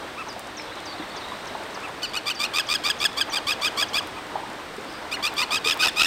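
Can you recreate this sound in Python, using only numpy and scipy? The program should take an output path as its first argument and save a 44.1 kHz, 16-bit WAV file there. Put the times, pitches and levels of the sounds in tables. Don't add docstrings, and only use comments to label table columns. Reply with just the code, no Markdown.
import sys
import numpy as np
from scipy import signal
from scipy.fft import rfft, irfft, next_fast_len
from scipy.io import wavfile
from scipy.ndimage import map_coordinates

SR = 44100
rng = np.random.default_rng(int(sys.argv[2]) if len(sys.argv) > 2 else 0)


def generate_wav(signal):
    frames = np.transpose(np.atleast_2d(signal))
    scaled = np.clip(frames, -1, 1) * 32767
    pcm = np.round(scaled).astype(np.int16)
    wavfile.write(sys.argv[1], SR, pcm)


N = 267246
TOP_HZ = 15900


def amp(db):
    return 10 ** (np.asarray(db) / 20)


def unit(x):
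    return x / np.sqrt(np.mean(x ** 2) + 1e-20)


def along(points, hz):
    point_hz, values = np.transpose(points)
    return np.interp(np.log(hz + 1), np.log(point_hz + 1), values)


def wobble(rate, size=N):
    knots = rng.standard_normal(int(size * rate / SR) + 4)
    return map_coordinates(knots, [np.arange(size) * rate / SR])


def filtered(x, response):
    size = next_fast_len(N + SR // 2)
    return irfft(rfft(x, size) * response(np.fft.rfftfreq(size, 1 / SR)), size)[:N]


def noise(spectrum):
    return unit(filtered(rng.standard_normal(N), lambda hz: amp(along(spectrum, hz))))


def sine(pitch):
    return np.sin(2 * np.pi * np.cumsum(pitch) / SR)


def add(track, start, sound):
    part = track[round(start * SR):][:len(sound)]
    part += sound[:len(part)]


def ramp(x):
    return np.sin(np.pi / 2 * np.clip(x, 0, 1)) ** 2


# frequency_hz, gain_db
HISS_COLOUR = [(12, -44), (20, -12.5), (104, -5.5), (146, -8), (293, -1), (780, -3), (1150, -3.5),
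               (1860, -6), (2530, -10), (3740, -11.5), (7110, -25), (8650, -21.5), (10200, -34),
               (13200, -31.5), (16000, -39)]
# time_s, relative_level_db
BREEZE_LEVELS = [(0.0, -39), (0.42, -42), (1.48, -37), (2.3, -41.5), (2.68, -38.5), (3.12, -39.5),
                 (3.73, -37), (4.51, -40), (6.06, -38)]
# pitch_hz, level_db
HUM_TONES = [(104, -71.5), (160, -66), (306, -55)]
def background():
    breeze_db = np.interp(np.arange(N) / SR, *np.transpose(BREEZE_LEVELS))
    swell_db = breeze_db - np.mean(breeze_db)
    hiss = amp(-37 + .5 * swell_db) * noise(HISS_COLOUR)
    rush_colour = [(150, -33), (350, -10), (900, -0.5), (1600, -10.5), (4000, -26), (9000, -51)]
    rush = amp(-44 + 1.26 * swell_db + 4.2 * wobble(35)) * noise(rush_colour)
    hum = sum(amp(db + 2.4 * wobble(4.76)) * unit(sine(hz + 1.487 * wobble(8))) for hz, db in HUM_TONES)
    return hiss + rush + hum


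# start_s, length_s, fade_in_s, fade_out_s, pitch_hz, wander_share, relative_level_db
SONG_PHRASES = [(0.099, 1.97, .8, 1, 3784, .07, -47.5), (4.844, .28, 0.044, 0.22, 4960, .035, -51)]
def distant_song():
    out = np.zeros(N)
    for start, length, fade_in, fade_out, hz, wander, db in SONG_PHRASES:
        t = np.arange(int(length * SR)) / SR
        shape = ramp(t / fade_in) * ramp((length - t) / fade_out)
        for _ in range(3):
            flicker = wobble(90, len(t))
            pitch = hz * (1 + wander * wobble(35, len(t)))
            level = amp(db - 5 + 2.2 * wobble(25.1, len(t)))
            add(out, start, level * shape * unit(flicker * sine(pitch)))
    return out


def voice(pitch, throat, third_db=0, dull_db=0, shimmer_db=2, count=14):
    harmonics = np.arange(1, count + 1)[:, None]
    hz = harmonics * pitch
    shimmer = np.array([wobble(347.8, len(pitch)) for _ in harmonics])
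    gains = amp(along(throat, hz) + shimmer_db * shimmer) * (hz < TOP_HZ)
    gains /= np.sqrt(np.mean(np.sum(gains ** 2, axis=0)) / 2)
    gains[2] *= amp(third_db)
    gains *= amp(-dull_db * np.log2(np.maximum(hz / 3500, 1)))
    lag = np.pi * harmonics ** 2 / count
    return np.sum(gains * np.sin(2 * np.pi * np.cumsum(hz, axis=1) / SR - lag), axis=0)


def arched_notes(rows, throat, sag, waver):
    out = np.zeros(N)
    for start, length, hz, db in rows:
        edge = np.linspace(-1, 1, int(length * SR)) ** 2
        pitch = hz * (1 - sag * edge + waver * wobble(984, len(edge)))
        add(out, start, amp(db) * (1 - edge) * voice(pitch, throat))
    return out


# start_s, length_s, top_pitch_hz, level_db
CLOSED_BILL_NOTES = [(.168, 0.065, 1334, -30.5), (1.820, 0.054, 1330, -31.5), (4.155, 0.044, 1274, -35)]
# frequency_hz, gain_db
CLOSED_BILL_COLOUR = [(1000, 10.5), (1350, 0), (2650, 1.5), (3800, -21), (5200, -20), (8000, -24),
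                      (15800, -48)]
def soft_notes():
    return arched_notes(CLOSED_BILL_NOTES, CLOSED_BILL_COLOUR, sag=0.25, waver=0.025)


# start_s, length_s, held_pitch_hz
BIRD_CHIRPS = [(0.282, 0.047, 4860), (0.566, 0.0595, 5400), (.853, 0.084, 4620), (1.161, .028, 4680),
               (1.468, 0.018, 4660), (1.741, 0.023, 4570), (2.025, 0.085, 4700), (2.346, .08, 4660),
               (2.665, 0.034, 4700), (2.986, .03, 4960), (3.295, 0.04, 5800), (3.610, .025, 4770),
               (3.882, 0.02, 4670)]
def small_bird(start_hz=6850, sag_hz=497, level_db=-36):
    out = np.zeros(N)
    for start, length, held_hz in BIRD_CHIRPS:
        t = np.arange(int(length * SR)) / SR
        drop = (start_hz - held_hz) * np.exp(-(t / 0.0092) ** 1.74)
        pitch = held_hz + drop - sag_hz * (t / length) ** 6
        shape = ramp(t / 0.0066) * ramp((length - t) / 0.0064)
        level = amp(level_db - 5 * t / length + 0.37 * wobble(130, len(t)))
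        add(out, start, level * shape * sine(pitch * (1 + 0.015 * wobble(950, len(t)))))
    return out


# start_s, pitch_hz, relative_level_db
PLOP_NOTES = [(.362, 696, -32), (.597, 2000, -27.5), (.722, 2040, -31.5), (.995, 287, -32.5),
              (1.024, 2160, -29.5), (1.319, 900, -26.5), (1.550, 830, -24), (4.006, 940, -26.5),
              (4.355, 876, -18.5), (4.433, 775, -28), (4.780, 410, -31.5), (5.170, 1750, -26),
              (5.658, 416, -28)]
def plops(ring_cycles=29.3):
    out, t = np.zeros(N), np.arange(SR // 5) / SR
    for start, hz, db in PLOP_NOTES:
        age = t * hz / ring_cycles
        pitch = hz * (1 + 0.37 * np.minimum(age, 1) + .12 * wobble(500, len(t)))
        add(out, start, amp(db + 7 - 60 * age) * ramp(age / 0.06) * sine(pitch))
    return out


# start_s, relative_level_db
TICK_HITS = [(0.394, -28), (4.0725, -31), (5.3397, -31), (5.742, -26), (5.774, -29)]
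def ticks(fade_s=0.01):
    out, t = np.zeros(N), np.arange(SR // 5) / SR
    for start, db in TICK_HITS:
        add(out, start, amp(db - 2 - 60 * t / fade_s) * rng.standard_normal(len(t)))
    return out


def faint_patter(count=50):
    clicks, blips, t = np.zeros(N), np.zeros(N), np.arange(SR // 12) / SR
    for when, strength in rng.random((count, 2)):
        fade = amp(-52.5 + 4 * strength ** 2 - 60 * t / .012)
        add(clicks, when * N / SR, fade * rng.standard_normal(len(t)))
    for when, strength, height in rng.random((count, 3)):
        pitch = 350 * 5 ** height * (1 + t / 0.098)
        fade = amp(-38.5 + 9 * strength ** 2 - 60 * t / .05)
        add(blips, when * N / SR, fade * ramp(t / .004) * sine(pitch))
    click_colour = [(500, -8), (2000, 8), (5000, 19), (9000, 12), (15000, -3)]
    return blips + filtered(clicks, lambda hz: amp(along(click_colour, hz)))


# frequency_hz, gain_db
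RASP_COLOUR = [(900, 1), (1250, -6.5), (1800, -32), (2450, 1.5), (3000, 5.5), (3600, 3), (4100, -8.5),
               (4700, 1), (5200, -11), (6000, -17), (7300, -14.5), (8700, -12.5), (10200, -29.5),
               (12500, -21.5), (15800, -31)]
def rasp(t, start, break_s, slide_s, hz, rough, breath, flutter_hz=81):
    peak_s = break_s - 0.01527
    age, past_peak = t - start, t - peak_s
    flutter = (.5 + .5 * np.cos(2 * np.pi * flutter_hz * (past_peak - 0.0048))) ** 2
    effort = ramp(age / (peak_s - start + .003))
    slack = np.exp(-age / 0.011)
    slide = 1 - .21 * np.exp(-age / slide_s)
    strain = 1 + 0.614 * (past_peak + 0.0164) + 0.0614 * ramp(past_peak / 0.0171)
    chaos = rough * effort * (0.43 * rough + flutter)
    jitter = 0.01 * wobble(294, len(t)) + (0.022 + 0.058 * chaos) * wobble(2600, len(t))
    pitch = hz * slide * strain * (1 - 0.0266 * (flutter - .6) + jitter)
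    tone = voice(pitch, RASP_COLOUR, third_db=-13.5 + 13.7 * np.sqrt(flutter),
                 dull_db=slack, shimmer_db=2.5)
    swell_db = -9 * slack - 4.5 * np.exp(-age / 0.015)
    level = amp(swell_db + 2 * flutter - 3.5 + wobble(138, len(t)))
    shape = ramp(age / (0.00047 + slide_s)) * ramp((break_s - t) / 0.0034 + .5)
    return level * shape * (tone + (0.13 + 0.42 * chaos) * breath)


# frequency_hz, gain_db
SQUEAK_COLOUR = [(1100, -8), (1650, -1.5), (2600, 7.5), (3400, 4), (4100, 5), (4700, 2), (5200, -0.5),
                 (6400, -11), (8400, -8.5), (10200, -24), (12500, -18), (15800, -27)]
def squeak(t, break_s, end, hz):
    spent = np.clip((t - break_s) / (end - break_s), 0, 1)
    pop = np.exp(-((t - break_s - .002) / 0.00067) ** 2)
    jitter = 0.0075 * wobble(276.5, len(t)) + (0.0059 + 0.057 * spent ** 2) * wobble(2200, len(t))
    pitch = hz * (1 + 0.015 * pop - 0.013 * spent - 0.369 * spent ** 3 + jitter)
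    fade = amp(-6 * spent - 24.3 * spent ** 3 + pop + wobble(201, len(t)))
    shape = ramp((t - break_s) / 0.001 + .5) * ramp((end - t) / .003)
    return fade * shape * voice(pitch, SQUEAK_COLOUR, dull_db=6.8 * spent ** 2)


# break_s, rasp_length_s, rasp_pitch_hz, squeak_level_db
TERN_CALLS = [ (2.031, 0.013, 1194, -23), (2.17, 0.038, 1183, -23.5), (2.306, 0.051, 1176, -22),
              (2.451, 0.062, 1189, -24.5), (2.597, 0.065, 1210, -19.5), (2.75, 0.068, 1203, -19),
              (2.901, .069, 1188, -16.5), (3.052, 0.057, 1209, -13), (3.211, 0.049, 1167, -16.5),
              (3.37, .054, 1180, -20), (3.52, 0.059, 1202, -19.5), (3.67, 0.062, 1194, -19.5),
              (3.825, 0.063, 1181, -18), (3.981, .054, 1195, -19), (5.139, .030, 1226, -25.5),
              (5.277, .056, 1193, -26.5), (5.429, 0.066, 1206, -24), (5.569, .066, 1226, -21.5),
              (5.722, 0.083, 1247, -20), (5.884, 0.096, 1275, -19.5), (6.057, .099, 1279, -19)]
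# frequency_hz, gain_db
BREATH_COLOUR = [(400, -48), (900, -42), (1900, 2.5), (2600, -18), (3600, 2.5), (4200, -8), (5100, 7.5),
                 (6200, -6.5), (8600, -16), (10200, -25), (13000, -22), (16000, -37)]
def tern_chatter(usual_rasp_s=0.067):
    out, swirl = np.zeros(N), noise(BREATH_COLOUR)
    for break_s, length, hz, squeak_db in TERN_CALLS:
        push = length / usual_rasp_s
        start = break_s - length
        end = break_s + 0.023 / push ** 0.37
        rasp_gain = amp(-18 + 2.5 * np.log2(push))
        rough = min(0.56 * push ** 2.7, 0.96)
        leap = 1.17 + 0.245 * ramp((squeak_db + 27) / 9.5)
        t = start + np.arange(int((end - start) * SR)) / SR
        breath = np.roll(swirl, -round(start * SR))[:len(t)]
        low = rasp_gain * rasp(t, start, break_s, slide_time(break_s), hz, rough, breath)
        high = amp(squeak_db) * squeak(t, break_s, end, leap * hz)
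        add(out, start, low * catches(t) + high)
    return out


# time_s, slide_s
RASP_SLIDES = [(2.1, 0.0034), (3.0, 0.0088), (4.0, 0.014), (5.3, 0.0063), (6.0, 0.0041)]
def slide_time(break_s):
    return np.interp(break_s, *np.transpose(RASP_SLIDES))


CATCH_TIMES = [2.149, 2.160, 2.297, 2.428, 2.581, 2.736, 2.880, 2.893, 3.038, 3.202, 3.352, 5.705, 5.865,
               5.879, 6.029, 6.043]
def catches(t, depth_db=18.5, half_shut_s=0.0023):
    gain = np.ones(len(t))
    for moment in CATCH_TIMES:
        closing = ramp((t - moment + half_shut_s) / 0.0014 + .5)
        opening = ramp((moment + half_shut_s - t) / 0.0011 + .5)
        gain *= amp(-depth_db * closing * opening)
    return gain


# start_s, length_s, top_pitch_hz, level_db
SECOND_NOTES = [(5.411, 0.035, 1024, -27), (5.821, 0.026, 1534, -17), (6.003, 0.0257, 1402, -19)]
# frequency_hz, gain_db
SECOND_COLOUR = [(1000, 8), (1500, -7), (2100, 6.5), (3100, -6.5), (4600, -7), (6200, -20), (15800, -31)]
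def second_voice():
    return arched_notes(SECOND_NOTES, SECOND_COLOUR, sag=0.135, waver=0.026)


# frequency_hz, fade_s
ECHO_FADES = [(300, 0.26), (3000, 0.74), (6000, 0.35), (14000, 0.091)]
def park_echo(sound):
    hz, t, spectrum = signal.stft(rng.standard_normal(SR // 2), SR, nperseg=256)
    fade = amp(-60 * t / along(ECHO_FADES, hz)[:, None])
    _, tail = signal.istft(spectrum * fade, SR, nperseg=256)
    delayed = np.pad(sound, (200, 0))
    return signal.fftconvolve(delayed, tail / np.linalg.norm(tail))[:N]


def scene():
    near = tern_chatter() + second_voice() + soft_notes()
    far = small_bird() + distant_song() + plops() + ticks() + faint_patter()
    echo = park_echo(amp(-21) * near + amp(-10) * far)
    return (near + far + echo + background())[None]


def record(dry):
    return filtered(dry[0], lambda hz: hz < TOP_HZ)[None]


dry = scene()
out = record(dry)
generate_wav(out)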